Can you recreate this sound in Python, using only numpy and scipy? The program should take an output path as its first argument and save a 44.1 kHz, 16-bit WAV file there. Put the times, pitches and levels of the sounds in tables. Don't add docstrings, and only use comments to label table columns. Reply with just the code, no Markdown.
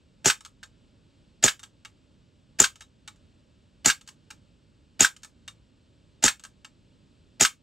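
import sys
import numpy as np
from scipy import signal
from scipy.fft import rfft, irfft
from scipy.io import wavfile
from scipy.ndimage import uniform_filter1d

SR = 44100
rng = np.random.default_rng(int(sys.argv[2]) if len(sys.argv) > 2 else 0)


def waveform_to_disk(signal):
    frames = np.transpose(np.atleast_2d(signal))
    scaled = np.clip(frames, -1, 1) * 32767
    samples = np.round(scaled).astype(np.int16)
    wavfile.write(sys.argv[1], SR, samples)


def boost_factor(decibels):
    exponent = np.asarray(decibels, float) / 20
    return 10 ** exponent


N = 336042
MS = .001
TAPS, PIECE = 8192, 6000
T = np.arange(PIECE) / SR
SIDES = np.array([[1], [-1]])

# [f/Hz, level/dB]
ROOM_TONE = [(48, -0.5), (107, -3.5), (164, -7), (257, -8.5), (447, -19.5), (590, -18), (720, -30),
             (1100, -26.5), (2050, -33), (2800, -26.5), (4500, -30), (6500, -39.5), (7800, -34.5),
             (11500, -45)]
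# [f/Hz, likeness 0-1]
ROOM_ALIKE = [(60, .9), (290, .8), (700, .5), (1300, .5), (1650, .998)]
# [f/Hz, level/dB]
WALLS = [(600, 2.5), (950, -10), (1500, -4.5), (2400, -0.5), (4000, -3.5), (7000, -0.5), (12000, 1)]

# [t/s, peak level/dB]
EASES = [
    (0.407, -38),
    (1.5934, -36),
    (2.757, -39),
    (3.159, -57),
    (4.0113, -39),
    (5.1643, -39),
    (6.3957, -39),
]
# [t/s, slip level/dB, gap/ms, catch level/dB, brightness/dB]
RESETS = [
    (0.4493, -32, 10.3, -36, 1),
    (1.631, -30.5, 4.9, -30.5, -1),
    (2.8072, -31, 11.4, -34.5, -1),
    (4.0753, -36, 12.6, -34, 5),
    (5.2321, -35.5, 14, -34.5, 5.5),
    (6.4372, -34.5, 12.5, -32, 3.5),
]
# [t/s, stop level/dB, gap/ms, tab level/dB, brightness/dB]
STOPS = [
    (0.63, -33, 3.7, -30.5, -3.5),
    (1.849, -32, 4, -33, -2.5),
    (3.0767, -27.5, 5.1, -34, -2.5),
    (4.3039, -34.5, 2.1, -29, 0),
    (5.4781, -29.5, 3.4, -31, -0.4),
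    (6.6465, -30, 2.8, -39, -6.5),
]
# [f/Hz, level/dB]
TICK_COLOUR = [(300, -54.5), (680, -26), (850, -8), (1500, -2), (2100, -6.5), (3000, -3.5), (5200, -2.5),
               (7500, 0.5), (16000, -4)]
# two strongest notes f/Hz, chatter length/s
EASE = (3700, 3000, .0065)
SLIP = (1600, 6450, .007)
CATCH = (1600, 2950, .0065)
STOP = (1600, 2850, .0058)
TAB = (3700, 2260, .0066)

# [t/s, peak level/dB]
HAMMERS = [
    (0.2442, -10),
    (1.4256, -7.5),
    (2.5871, -7.5),
    (3.8456, -7.5),
    (4.9932, -8.5),
    (6.224, -10),
    (7.397, -7.5),
]
# [t/s, peak level/dB, frame note f/Hz, brightness/dB]
SLAMS = [
    (0.2988, -7, 1507, 1.5),
    (1.48, -7, 1620, 2),
    (2.641, -7.5, 1530, 2),
    (3.8993, -7.5, 1613, 2),
    (5.0467, -3.5, 1560, 0),
    (6.2796, -5.5, 1713, -0.5),
    (7.4492, -6.5, 1567, 3.5),
]
# [t/s, peak level/dB, gas level/dB, rear stop level/dB, rattle level/dB]
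BANGS = [
    (0.2569, -13.5, 1.5, 1.5, -1),
    (1.4378, -9, 0.5, -1.5, -0.5),
    (2.5997, -7, -1, -1, -3.5),
    (3.8578, -10, 0.5, -3.5, 0),
    (5.0051, -9, 3.5, 1, 3),
    (6.2375, -10.5, 1, 1.5, 1.5),
    (7.4084, -10.5, 2.5, 3.5, 1.5),
]
# [t after the bang/ms, level/dB]
REAR_STOP = [
    (14.5, -6),
    (18.5, -1.5),
]
# [f/Hz, level/dB, t60/s]
NOZZLE = [(6835, 0, .06), (7090, -4, .05), (7200, -3, .06), (7565, -8, .04), (6625, -8, .04),
          (7905, -10, .03), (6300, -15, .03)]
# [f/Hz, level/dB, t60/s, build-up/s]
GRIP = [(56.36, -16.5, 0.12, 0.0071), (128, -8.5, 0.063, 0.0047), (221, 4, 0.043, 0.023),
        (264, 2, 0.027, 0.0041), (536, 3, 0.024, 0.004), (393, -4, .03, 0.0026), (812, 1, 0.016, 0.0011)]
# [f/Hz, level/dB, t60/s]
SLIDE = [(1273, -6.5, 0.035), (1343, -4, 0.034), (1520, -10.5, 0.015), (1704, -2, 0.02), (2234, -8, 0.036),
         (2744, -3.5, 0.018), (3240, -4.5, 0.026), (3683, -6.5, 0.062), (4410, -2.5, 0.021),
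         (5400, -6.5, 0.024), (6280, -5.5, 0.013), (7280, -10, 0.073), (7500, -11, 0.016)]
# [f/Hz, level/dB]
GAS_COLOUR = [(300, -28.5), (900, -14), (1600, -8), (2500, -9), (4000, -10.5), (5500, -4), (7000, 0),
              (8200, -4.5), (16000, -4.5)]
# [f/Hz, level/dB]
CRACK_COLOUR = [(300, -35.5), (900, -14.5), (1300, -1), (1700, -2), (3000, 0), (5000, -2.5), (7500, -2),
                (16000, -1.5)]

# [f/Hz, level/dB]
PORT_COLOUR = [(15, -33), (40, -1), (100, 3.5), (7800, 1.5), (9000, 0.5), (10200, -5.5), (11800, -18.5),
               (14500, -9.5), (15600, -4), (16300, -31.5), (17200, -82)]
# [f/Hz, left minus right/dB]
PORT_BALANCE = [(60, 0), (200, -4), (500, -6), (700, -5), (870, -13), (1050, 0), (20000, 0)]
# [f/Hz, left lead/rad]
PORT_PHASE = [(100, -.15), (250, -.45), (620, 0), (1150, -2.1), (1500, 0), (2400, 0), (3500, -.75),
              (5500, 0), (8100, 0), (9000, 3.1), (10200, 3.2), (11800, 6.2), (13000, 6.4), (14600, 9.4)]


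def on_axis(table):
    hz, value = np.transpose(table)
    axis_hz = np.maximum(np.fft.rfftfreq(TAPS, 1 / SR), 1)
    return np.interp(np.log(axis_hz), np.log(hz), value)


def colour(x, table):
    ceps = irfft(np.log(boost_factor(on_axis(table))))
    ceps[1:TAPS // 2] *= 2
    ceps[TAPS // 2 + 1:] = 0
    response = irfft(np.exp(rfft(ceps)))
    response = np.broadcast_to(response, x.shape[:-1] + (TAPS,))
    return signal.oaconvolve(x, response, axes=-1)[..., :N]


def centred(x, gain):
    response = np.roll(irfft(gain), TAPS // 2)
    return signal.oaconvolve(x, response)[TAPS // 2:TAPS // 2 + N]


def butter(x, order, cut_hz, kind="low"):
    return signal.sosfilt(signal.butter(order, cut_hz, kind, fs=SR, output="sos"), x)


def thin(x, cut_hz):
    return butter(x, 4, cut_hz, "high")


def add(out, s, piece):
    i = int(s * SR)
    out[i:i + len(piece)] += piece[:len(out) - i]


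def rise(rise_s):
    return 1 - np.exp(-T / rise_s)


def fall(t60):
    return np.exp(-np.log(1000) * T / t60)


def burst(rise_s, t60):
    return rng.standard_normal(PIECE) * rise(rise_s) * fall(t60)


def ring(modes, scatter_db, detune):
    hz, db, t60 = np.transpose(modes)[:, :, None]
    pitch_luck, level_luck = rng.standard_normal((2, len(modes), 1))
    waves = np.sin(2 * np.pi * hz * (1 + detune * pitch_luck) * T)
    return np.sum(boost_factor(db + scatter_db * level_luck) * fall(t60) * waves, axis=0)


def room_tone():
    shared, apart = colour(rng.standard_normal((2, N)), ROOM_TONE)
    alike = on_axis(ROOM_ALIKE)
    pair = centred(shared, np.sqrt(1 + alike)) + centred(apart, np.sqrt(1 - alike)) * SIDES
    steps = np.repeat(rng.standard_normal(N // TAPS + 1), TAPS)[:N]
    swell_db = .7 * uniform_filter1d(steps, TAPS)
    lean_db = 0.5 * SIDES
    return pair * boost_factor(-61 + lean_db + swell_db) / np.std(pair)


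def room(x):
    shared, apart = rng.standard_normal((2, PIECE)) * rise(0.0011)
    apart = 0.18 * apart + 2.8 * butter(apart, 2, (700, 1200), "band")
    noise = shared + apart * SIDES
    low = butter(noise, 2, 600)
    tail = boost_factor(-33.5) * fall(0.13) * (noise - low) + boost_factor(-42.0) * fall(0.1) * low
    return signal.oaconvolve(colour(x, WALLS)[None], tail, axes=-1)[:, :N]


def contacts():
    ease_bright_db, second_duller_db = 1, 2.5
    rows = [(s, db, *EASE, ease_bright_db) for s, db in EASES]
    rows += [(s - 10.5 * MS, -56, *EASE, ease_bright_db) for s, *_ in RESETS]
    for pairs, first, second in ((RESETS, SLIP, CATCH), (STOPS, STOP, TAB)):
        for s, db, gap_ms, second_db, bright_db in pairs:
            rows.append((s, db, *first, bright_db))
            rows.append((s + gap_ms * MS, second_db, *second, bright_db - second_duller_db))
    return sorted(rows)


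def ticks():
    dull, bright, body = np.zeros((3, N))
    for s, db, note_hz, other_hz, chatter_s, bright_db in contacts():
        click = burst(rise_s=0.00029, t60=5.5 * chatter_s)
        rustle = boost_factor(-15) * burst(rise_s=.004, t60=.13)
        contact = boost_factor(db - 3.0) * (click + rustle)
        add(dull, s, contact)
        add(bright, s, boost_factor(bright_db) * contact)
        notes = [(note_hz, -1.5, .018), (other_hz, 0.5, .022)]
        add(body, s, boost_factor(db - 14.0) * ring(notes, scatter_db=4.5, detune=0))
        for late, size in rng.random(size=(3, 2)):
            touch = ring(SLIDE, scatter_db=4.5, detune=0.0287)
            add(body, s + late * chatter_s, boost_factor(db - 19 - 2.9 * size) * touch)
    click = butter(dull - bright, 2, 4800) + bright
    return colour(click, TICK_COLOUR) + thin(body, cut_hz=900)


def hammer():
    scrape, body = np.zeros((2, N))
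    notes = [(1670, -3.0, 0.044), (670.0, -6.0, 0.063), (294, -12.5, 0.027)]  # (f/Hz, level/dB, t60/s)
    for (s, db), bang in zip(HAMMERS, BANGS):
        moving = T < bang[0] - s + .0026
        rub = moving * rise(0.0035) ** 3 * burst(rise_s=0.00084, t60=0.085)
        add(scrape, s - .0018, boost_factor(db - 7) * rub)
        add(body, s + 0.0042, boost_factor(db - 23.5) * ring(notes, scatter_db=2.5, detune=0.035))
    return colour(scrape, CRACK_COLOUR) + body


def slam():
    crack, body = np.zeros((2, N))
    for s, db, note_hz, bright_db in SLAMS:
        add(crack, s - .001, boost_factor(db + bright_db - 1.5) * burst(rise_s=0.0039, t60=.07))
        add(crack, s + .0006, boost_factor(db + bright_db - 4.0) * burst(rise_s=.0003, t60=0.023))
        note = rise(0.0016) * ring([(note_hz, 0, .014)], scatter_db=2.0, detune=0)
        add(body, s, boost_factor(db + 2.5) * note)
        sagged = rise(0.0015) * ring([(.86 * note_hz, 0, .014)], scatter_db=1.8, detune=0)
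        add(body, s + .003, boost_factor(db - 4.5) * sagged)
        for late_s, late_db in ((-.003, -21), (0, -17), (.002, -13.5), (.016, -27.5)):
            add(body, s + late_s, boost_factor(db + late_db) * ring(SLIDE, scatter_db=2.5, detune=0.022))
    return thin(colour(crack, CRACK_COLOUR) + body, cut_hz=1050)


def gas_db(ms):
    blast_ms, shut_ms, shutting_ms, empty_ms = 5, 28.5, 3.4, 42
    swell = -8 + 0.3162 * (np.minimum(ms, shut_ms) - blast_ms)
    shut = np.clip((ms - shut_ms) / shutting_ms, 0, 1)
    trickle_db = -8.5
    rush = (1 - shut) * swell + shut * trickle_db
    rush = rush - 3 * np.maximum(ms - empty_ms, 0)
    return np.where(ms < blast_ms, -3.5, rush)


def gas_rush():
    puffs = boost_factor(17 * uniform_filter1d(rng.standard_normal(PIECE), size=64))
    return boost_factor(gas_db(T / MS)) * puffs * rng.standard_normal(PIECE)


def thud():
    return sum(rise(rise_s) ** 2 * ring([mode], scatter_db=2.38, detune=0.0069) for *mode, rise_s in GRIP)


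def stroke():
    crack, gas, body, grip = np.zeros((4, N))
    choke = boost_factor(-17 / (1 + np.exp(-(T - .006) / .0005)))
    buffer_notes = [(213, 0.5, 0.018), (623, -0.5, 0.0044)]  # (f/Hz, level/dB, t60/s)
    for s, db, rush_db, stop_db, rattle_db in BANGS:
        s = s + .0008
        add(crack, s, boost_factor(db + 4.0) * burst(rise_s=.0001, t60=0.021))
        ring_db = 1.1 * (db + 10.5)
        nozzle = choke * rise(0.00083) * ring(NOZZLE, scatter_db=3.2, detune=0.0023)
        add(body, s + .0002, boost_factor(ring_db - 8.5) * nozzle)
        add(gas, s, boost_factor(rush_db - 9.5) * gas_rush())
        add(crack, s + .017, boost_factor(stop_db - 15.5) * burst(rise_s=.0002, t60=0.014))
        add(body, s + 0.016, boost_factor(stop_db - 21.5) * ring(NOZZLE, scatter_db=0.5, detune=0.0013))
        for late_s in (.010, .014, .022, .026, .033):
            add(body, s + late_s, boost_factor(rattle_db - 27.0) * ring(SLIDE, scatter_db=5.0, detune=0.033))
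        add(grip, s, boost_factor(-12) * thud())
        for blow_ms, blow_db in REAR_STOP:
            blow = ring(buffer_notes, scatter_db=1.17, detune=.005)
            add(grip, s + blow_ms * MS, boost_factor(blow_db - 21.5) * blow)
    return colour(crack, CRACK_COLOUR) + colour(gas, GAS_COLOUR) + thin(body, cut_hz=1200) + grip


def scene():
    pistol = hammer() + stroke() + slam() + ticks()
    return pistol + room(pistol) + room_tone()


def low_pass(x):
    return signal.sosfilt(signal.butter(12, 17150, fs=SR, output="sos"), x)


def record(dry):
    keep = np.exp(-1 / (.12 * SR))
    loudness = signal.lfilter([1 - keep], [1, -keep], np.abs(dry).mean(axis=0))
    left, right = colour(dry / (1 + 9 * loudness), PORT_COLOUR)
    tilt = boost_factor(on_axis(PORT_BALANCE) / 2) * np.exp(.5j * on_axis(PORT_PHASE))
    ports = np.array([centred(left, tilt), centred(right, 1 / tilt)])
    limited = ports / (1 + (ports / .8) ** 6) ** (1 / 6)
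    top = signal.ellip(8, .2, 70, 16800, fs=SR, output="sos")
    return low_pass(signal.sosfilt(top, limited))


dry = scene()
out = record(dry)
waveform_to_disk(out)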